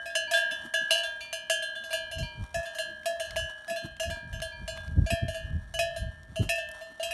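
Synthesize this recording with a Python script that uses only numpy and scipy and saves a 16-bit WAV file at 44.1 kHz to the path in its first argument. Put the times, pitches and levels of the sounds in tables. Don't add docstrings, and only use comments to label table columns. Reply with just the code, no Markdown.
import sys
import numpy as np
from scipy import signal
from scipy.fft import rfft, irfft, next_fast_len
from scipy.io import wavfile
from scipy.ndimage import uniform_filter1d

SR = 44100
rng = np.random.default_rng(int(sys.argv[2]) if len(sys.argv) > 2 else 0)


def file_out(sig):
    cols = np.atleast_2d(sig).T
    lim = np.clip(cols, -1, 1)
    pcm = np.round(lim * 32767).astype(np.int16)
    wavfile.write(sys.argv[1], SR, pcm)


N = 314433
TIME = np.arange(N) / SR

# start in seconds, strength in dB, hardness in dB,
# place on the wall from 0 (broad face) to 1 (folded edge).
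LEAD_BLOWS = [(.095, -41, -12, .1), (.152, -26.5, 1.5, 0.81), (.336, -18, -8.5, 0.031),
              (.372, -28, -3, 0.94), (.51, -27, -9, 0.31), (.738, -21, -8, 0.69), (.907, -31, 14, 0.1),
              (1.034, -28.5, -4, 0.16), (1.206, -38.5, 0.5, .03), (1.328, -35.5, 5.5, 0.65),
              (1.498, -24.5, 2, 0.75), (1.623, -33, -0.5, 0.095), (1.753, -29, -15, .15),
              (1.837, -45, 4.5, 0.37), (1.906, -36.5, 1, .16), (1.929, -28.5, 0.5, 0.53),
              (2.113, -37.5, 0.5, 0.49), (2.183, -42, 5, 0.57), (2.227, -44, -2, 0.58),
              (2.655, -38, -2.5, .03), (2.748, -38.5, -1.5, 0.86), (2.785, -33.5, 2, 0.56),
              (3.198, -35, 4.5, 0.63), (3.364, -29, -1.5, .77), (3.76, -36.5, 1, 0.37),
              (3.998, -35.5, 5.5, 0.86), (4.1, -33.5, -4, 0.59), (4.328, -40, -3, 0.64),
              (4.418, -36, 4, 0.59), (4.678, -41, 9.5, 0.39), (4.773, -41, -10.5, 0.22),
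              (5.063, -40, 1.5, 0.54), (5.282, -40.5, 4.5, 0.62), (5.345, -39.5, 2.5, 0.5),
              (5.739, -40, 4, 0.9), (5.962, -42.5, 6, 0.43), (6.358, -50, 12.5, 0.9),
              (6.58, -40.5, 1, 0.23), (6.81, -50, 6, 0.21), (6.997, -49, 10, 0.18)]
SECOND_BLOWS = [(.057, -38.5, 3, 0.13), (.311, -28.5, 4, 0.041), (.95, -37.5, 5, 0.063),
                (2.543, -34, 4, 0.11), (3.057, -34, 8.5, 0.073), (3.679, -34.5, -3, .03),
                (3.698, -49.5, 16.5, 0.27), (4.03, -41.5, 7, .1), (5.103, -35, 8, 0.36),
                (5.79, -34, 10, 0.28), (6.491, -34, 6.5, 0.66), (7.029, -48.5, 23, 0.16),
                (7.108, -42.5, 10, 0.44)]
# frequency in Hz, relative level in dB, time to fall 60 dB in seconds.
LEAD_BELL = [
    [(653.5, 4, .28), (630, 1, .1), (620, -14, 1.4), (645, -10, .75)],
    [(1621, 0, 1.35), (3477, -6.5, .36)],
    [(1683, 0, 1.05)],
    [(2488, -24, .6), (2663, -16, .3), (2764, -4, .3), (2846, -6, .28), (2959, -5.5, .55),
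     (3133, -11.5, .8)],
    [(3414, -15, .3), (4042, -7, .3), (4154, 0, .42), (4365, -18, .45), (4520, -11, .2)],
    [(5079, -8, .22), (5283, -9, .14), (5410, -11, .22), (6075, -10, .26), (6262, -6, .26), (6627, -8, .24),
     (6768, -10, .2), (7290, -8, .2), (8135, -11, .17), (8679, -9, .17), (9029, -7, .19), (9214, -9, .16),
     (9680, -10, .19), (10232, -10, .16), (10356, -10, .16), (11280, -11, .14)],
]
SECOND_BELL = [
    [(672, 4, .48), (648, -13, 1.1), (630, -6, .1), (620, -15, 1.4)],
    [(1700.5, 0, .55)],
    [(1786, 1, 1.8)],
    [(2525, 0, .27), (2642, -7, .5), (2815, -7, .25)],
    [(3136, -10, .6), (3205, -6, .7), (3293, -6, .23), (3370, -14, .4), (3937, -6, .4), (4021, -7, .35)],
    [(5066, -7, .25), (5398, -10, .3), (5640, -12, .15), (6090, -13, .2), (6950, -12, .22),
     (7800, -12, .17), (8700, -12, .13), (8830, -10, .14), (10140, -10, .17), (11260, -11, .16)],
]
# level in dB struck on the face, level in dB struck on the edge.
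LEAD_ANSWER = [(-2.5, 3), (-0.5, -24), (-25, 0), (0, 0.5), (-8, -15), (-11.5, -7)]
SECOND_ANSWER = [(2, 2.5), (1, -26), (-14, 0.5), (-11, 6), (-11.5, -5.5), (-8, -3.5)]
HARDNESS_SHARE = [0.83, 0, 0.055, 0.91, 1, 0.96]
# time in seconds, gain in dB.
LEAD_FACING = [(0, -6.5), (1.55, -5.5), (2, 0), (4.4, -2), (5.2, 3.5), (6, 2), (7, 11.5)]
SECOND_FACING = [(.3, -4.5), (2.5, -0.5), (5.8, -0.5), (7.1, -6.5)]
# frequency in Hz, level in dB, 60 dB decay in seconds.
EARLY_RING = [(590, -58, 2.7), (675, -47, 0.36), (1620, -36, 1), (1745, -45, 0.42), (1890, -61, 0.91),
              (3010, -43, 0.22)]
CLOUD_HZ = 4500, 12400
# frequency in Hz, relative level in dB.
CRACK_COLOUR = [(300, -21), (900, 13.5), (2000, 19.5), (3000, 19.5), (5000, 12.5), (9000, -1), (13000, -32)]

# time in seconds, thud level in dB, crunch level in dB.
STEPS = [(0.529, -50, -61), (0.659, -41.5, -54), (0.827, -48, -57), (1.9, -75, -56), (2.438, -60, -53),
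         (2.904, -53, -62), (3.4, -68, -51), (3.5, -64, -50), (3.718, -46, -65), (3.856, -39.5, -49),
         (4.17, -51, -67), (4.769, -57, -51), (6.121, -77, -67), (6.432, -33, -48.5), (6.92, -58, -67)]
# peak in seconds, level in dB, half length in seconds.
BRUSHES = [(.6, -61, 0.37), (3.3, -61, 0.37), (6.76, -53, .04), (7.11, -62, 0.034)]
# frequency in Hz, relative level in dB.
LEAF_COLOUR = [(200, -10), (600, -1), (1300, 0), (2200, -8), (5000, -12), (9500, -12), (13000, -28)]
THUD_COLOUR = [(40, -41), (130, -4.5), (220, 1.5), (340, -4.5), (550, -36), (1500, -35)]
# start in seconds, level in dB, brightest frequency in Hz.
TWIGS = [(.662, -55, 1770), (2.44, -45.5, 1510), (3.033, -45, 2000), (3.308, -32, 2390),
         (3.36, -26.5, 1070), (3.376, -43, 4940), (3.646, -41.5, 1490), (3.967, -43, 1930),
         (4.161, -44, 1000), (4.402, -35, 1730), (4.775, -37.5, 1500), (4.879, -46, 2900),
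         (6.232, -50.5, 2900), (6.688, -42.5, 5970), (6.715, -39, 5700), (6.791, -50, 4000)]

# start in seconds, low mode level in dB, high modes level in dB.
FAR_BLOWS = [(0.274, -47, -46), (0.898, -48.5, -46), (1.207, -65.5, -40), (1.906, -53, -44),
             (2.227, -49.5, -42), (4.102, -51.5, -47.5), (4.519, -51, -48.5), (5.061, -66, -44)]
# frequency in Hz, relative level in dB, time to fall 60 dB in seconds.
FAR_LOW = [(948, 0, 2.0)]
FAR_HIGH = [(2385, 0, .9), (4520, -3, .45)]
# frequency in Hz, relative level in dB.
ECHO_COLOUR = [(200, 5), (2500, 9), (5000, -24), (12000, 5.5)]

# time in seconds, level in dB.
BREEZE = [(0, -68), (.3, -56.5), (.65, -68), (1.8, -64.5), (2.3, -54.5), (2.85, -67.5), (3.3, -59),
          (3.75, -62), (4.3, -49.5), (5.8, -42.5), (6.5, -47.5), (6.9, -66)]
# peak in seconds, level in dB, half length in seconds.
GUSTS_AND_THUMP = [(2.211, -26.5, 0.029), (2.4, -30, 0.028), (2.573, -38.5, 0.019), (3.382, -39.5, 0.052),
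                   (3.847, -33.5, 0.0026), (4.094, -31.5, 0.025), (4.267, -34.5, 0.028),
                   (4.352, -33, 0.033), (4.624, -35, 0.021), (4.743, -50, 0.012), (4.906, -29.5, 0.026),
                   (4.987, -16.5, 0.012), (5.015, -20.5, 0.022), (5.13, -23.5, 0.008), (5.238, -24, 0.011),
                   (5.267, -29.5, .03), (5.45, -38, 0.024), (5.541, -24.5, 0.03), (6.04, -31, 0.035),
                   (6.31, -40, 0.019), (6.409, -18.5, 0.0084), (6.444, -27.5, 0.027)]
# frequency in Hz, relative level in dB.
WIND_COLOUR = [(15, -82), (30, 3.5), (52, 3.5), (80, 3), (125, -7), (200, -14.5), (320, -43), (600, -53),
               (2000, -99)]
BUFFET_COLOUR = [(20, -35), (55, 3.5), (130, 8.5), (250, -5), (450, -20), (800, -36), (2500, -111)]
AIR_COLOUR = [(20, -12), (60, 0), (150, 1), (400, -4), (1000, -7), (2000, -14), (5000, -26), (10500, -30),
              (13000, -45)]


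def cowbell(blows, bell, cloud_db, cloud_t60, crack_db, grip, taps_db, scrape_db):
    walls, hum, contact = np.zeros((3, N))
    cloud_hz = np.linspace(*CLOUD_HZ, 110) + rng.uniform(-70, 70, 110)
    cloud = [(hz, cloud_db, cloud_t60 * 7000 / hz) for hz in cloud_hz]
    touch = 1 - np.exp(-TIME / 0.0014)
    crack_fade = fade(.05)
    for start, hum_db, first_db, second_db, over_db, upper_db, shimmer_db in blows:
        i = int(start * SR)
        choke = min(grip * undb(.5 * (shimmer_db + 38.0)), .9)
        walls[i:] *= 1 - choke * touch[:N - i]
        add(hum, start, undb(hum_db) * ring(bell[0], 0, rise=.0048))
        add(walls, start, undb(first_db) * ring(bell[1], 0, rise=0.0039))
        add(walls, start, undb(second_db) * ring(bell[2], 0, rise=0.00086))
        push = chatter(shimmer_db, taps_db, scrape_db)
        high_families = [(over_db, bell[3], 2.5), (upper_db, bell[4], 3), (shimmer_db, bell[5] + cloud, 4)]
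        for level_db, modes, scatter_db in high_families:
            add(walls, start, undb(level_db) * signal.fftconvolve(ring(modes, scatter_db), push))
        add(contact, start, undb(shimmer_db + crack_db) * crack_fade)
    crack = contact * colour(rng.standard_normal(N), CRACK_COLOUR)
    return swing(walls + hum + crack)


def strikes(blows, answer, facing):
    face, edge = undb(answer).T
    rows = []
    for start, strength_db, hardness_db, place in blows:
        angle = place * np.pi / 2
        blend = np.hypot(face * np.cos(angle), edge * np.sin(angle))
        family_db = strength_db + hardness_db * np.array(HARDNESS_SHARE) + 20 * np.log10(blend)
        family_db[0] += np.interp(start, *np.transpose(facing))
        rows.append((start, *family_db))
    return rows


def ring(modes, scatter_db, rise=0.00023):
    t = TIME[:int(max(m[2] for m in modes) * SR)].astype(np.float32)
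    out = np.zeros_like(t)
    usual = undb([m[1] for m in modes])
    share = usual * undb(scatter_db * rng.standard_normal(len(modes)))
    share = share * np.linalg.norm(usual) / np.linalg.norm(share)
    for (hz, _, t60), gain in zip(modes, share):
        decay = fade(t60)
        phase = 2 * np.pi * rng.random()
        wave = np.sin(float(2 * np.pi * hz) * t[:len(decay)] + phase)
        out[:len(decay)] += float(gain) * decay * wave
    return out * (1 - np.exp(-np.minimum(t / rise, 20)))


def chatter(hard_db, taps_db, scrape_db):
    scrape_s, taps_s = .016, .018
    scrape = undb(scrape_db - .5 * (hard_db + 30)) / np.sqrt(scrape_s * SR / 2)
    push = scrape * rng.standard_normal(4096) * np.exp(-TIME[:4096] / scrape_s)
    push[0] = 1
    for late, size in rng.exponential(size=(3, 2)):
        i = min(int(late * taps_s * SR), len(push) - 1)
        push[i] += undb(taps_db) * np.sqrt(size)
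    return push / np.linalg.norm(push)


def swing(x):
    sway_s, ground_s, ground_db = .00005, .000966, -15
    fine = signal.resample_poly(x, up=4, down=1)
    direct = np.interp(TIME - sway_s * walk(4), np.arange(4 * N) / (4 * SR), fine)
    bounce = np.interp(TIME - ground_s - 2 * sway_s * walk(7), TIME, x)
    return direct + undb(ground_db) * bounce


def hooves():
    grains_per_s, thud_s, crunch_s = 600, .012, .0097
    herd_db, herd_spread_db = -70.5, 4
    stir_db = -63.5
    grains = (rng.random(N) < grains_per_s / SR) * rng.choice([-1, 1], N)
    decay = fade(.012)
    crackle = signal.fftconvolve(grains, rng.standard_normal(len(decay)) * decay)[:N]
    thud = undb(herd_db + herd_spread_db * walk(18))
    crunch = np.hypot(undb(stir_db), swells(BRUSHES)) * undb(2.5 * walk(14))
    for at, thud_db, crunch_db in STEPS:
        away = np.abs(TIME - at)
        thud = thud + undb(thud_db) * np.exp(-away / thud_s)
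        crunch = crunch + undb(crunch_db) * np.exp(-away / crunch_s)
    leaves = colour(crackle, LEAF_COLOUR) * crunch
    return leaves + colour(rng.standard_normal(N), THUD_COLOUR) * thud


def twigs():
    out = np.zeros(N)
    decay = fade(.014)
    for start, db, hz in TWIGS:
        spectrum = [(hz / 4, -20), (hz, 0), (hz * 2, -5), (hz * 8, -26)]
        wood = colour(rng.standard_normal(8192), spectrum)
        add(out, start, undb(db) * wood[:len(decay)] * decay)
    return out


def far_bell():
    out = np.zeros(N)
    for start, low_db, high_db in FAR_BLOWS:
        add(out, start, undb(low_db) * ring(FAR_LOW, 0, rise=0.0028))
        add(out, start, undb(high_db) * ring(FAR_HIGH, 0.34, rise=0.0016))
    return out


def scrub(x):
    decay = fade(.5)
    noise = colour(rng.standard_normal(N), ECHO_COLOUR)[:len(decay)]
    echo = noise * decay * (TIME[:len(decay)] > .008)
    echo = echo / np.linalg.norm(echo)
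    return x + undb(-22) * signal.fftconvolve(x, echo)[:N]


def wind():
    trim_db, flutter_db, lull_db = -1.5, 2, 3
    small_eddy_s = .014
    at, db, length = np.transpose(GUSTS_AND_THUMP)
    small = 1 / (1 + (length / small_eddy_s) ** 4)
    breeze = undb(curve(BREEZE) + lull_db * walk(8))
    broad = np.hypot(breeze, swells(zip(at, db + 10 * np.log10(1 - small), length)))
    rumble = colour(rng.standard_normal(N), WIND_COLOUR) * broad * undb(trim_db + flutter_db * walk(30))
    eddies = colour(rng.standard_normal(N), BUFFET_COLOUR)
    eddies = eddies / np.sqrt(uniform_filter1d(eddies ** 2, size=1500))
    return rumble + swells(zip(at, db + 10 * np.log10(small), length)) * eddies


def still_air():
    return colour(rng.standard_normal(N), AIR_COLOUR) * undb(-67 + 1.5 * walk(3))


def undb(db):
    return 10 ** (np.asarray(db) / 20)


def curve(rows):
    return np.interp(TIME, *np.transpose(rows))


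def add(track, start, sound):
    i = max(int(start * SR), 0)
    track[i:i + len(sound)] += sound[:N - i]


def colour(x, points):
    hz, db = np.transpose(points)
    size = next_fast_len(len(x))
    bins = np.maximum(np.fft.rfftfreq(size, 1 / SR), 1)
    gain = undb(np.interp(np.log(bins), np.log(hz), db))
    y = irfft(rfft(x, size) * gain, size)[:len(x)]
    return y / np.std(y)


def walk(rate):
    k = int(SR / rate)
    steps = np.repeat(rng.standard_normal(N // k + 1), k)[:N]
    y = uniform_filter1d(uniform_filter1d(steps, k), k)
    return y / np.std(y)


def fade(t60):
    return np.exp(TIME[:int(t60 * SR)].astype(np.float32) * float(-np.log(1000) / t60))


def swells(rows):
    power = np.zeros(N)
    for at, db, length in rows:
        near = slice(*np.searchsorted(TIME, [at - 4 * length, at + 4 * length]))
        power[near] += undb(db) ** 2 * np.exp(-((TIME[near] - at) / length) ** 2)
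    return np.sqrt(power)


def scene():
    lead_strikes = strikes(LEAD_BLOWS, LEAD_ANSWER, LEAD_FACING)
    lead = cowbell(lead_strikes, LEAD_BELL, cloud_db=-21.5, cloud_t60=0.21, crack_db=-0.5,
                   grip=.35, taps_db=-12, scrape_db=-7)
    add(lead, 0, ring(EARLY_RING, 0))
    second_strikes = strikes(SECOND_BLOWS, SECOND_ANSWER, SECOND_FACING)
    second = cowbell(second_strikes, SECOND_BELL, cloud_db=-22.5, cloud_t60=0.22, crack_db=-3.5,
                     grip=.4, taps_db=-13, scrape_db=-8)
    among_bushes = scrub(lead + second + hooves() + twigs() + far_bell())
    return (among_bushes + wind() + still_air())[None]


def record(dry):
    dry = signal.sosfilt(signal.butter(4, 42, "highpass", fs=SR, output="sos"), dry)
    return signal.sosfilt(signal.ellip(10, .2, 70, 12500, fs=SR, output="sos"), dry)


dry = scene()
out = record(dry)
file_out(out)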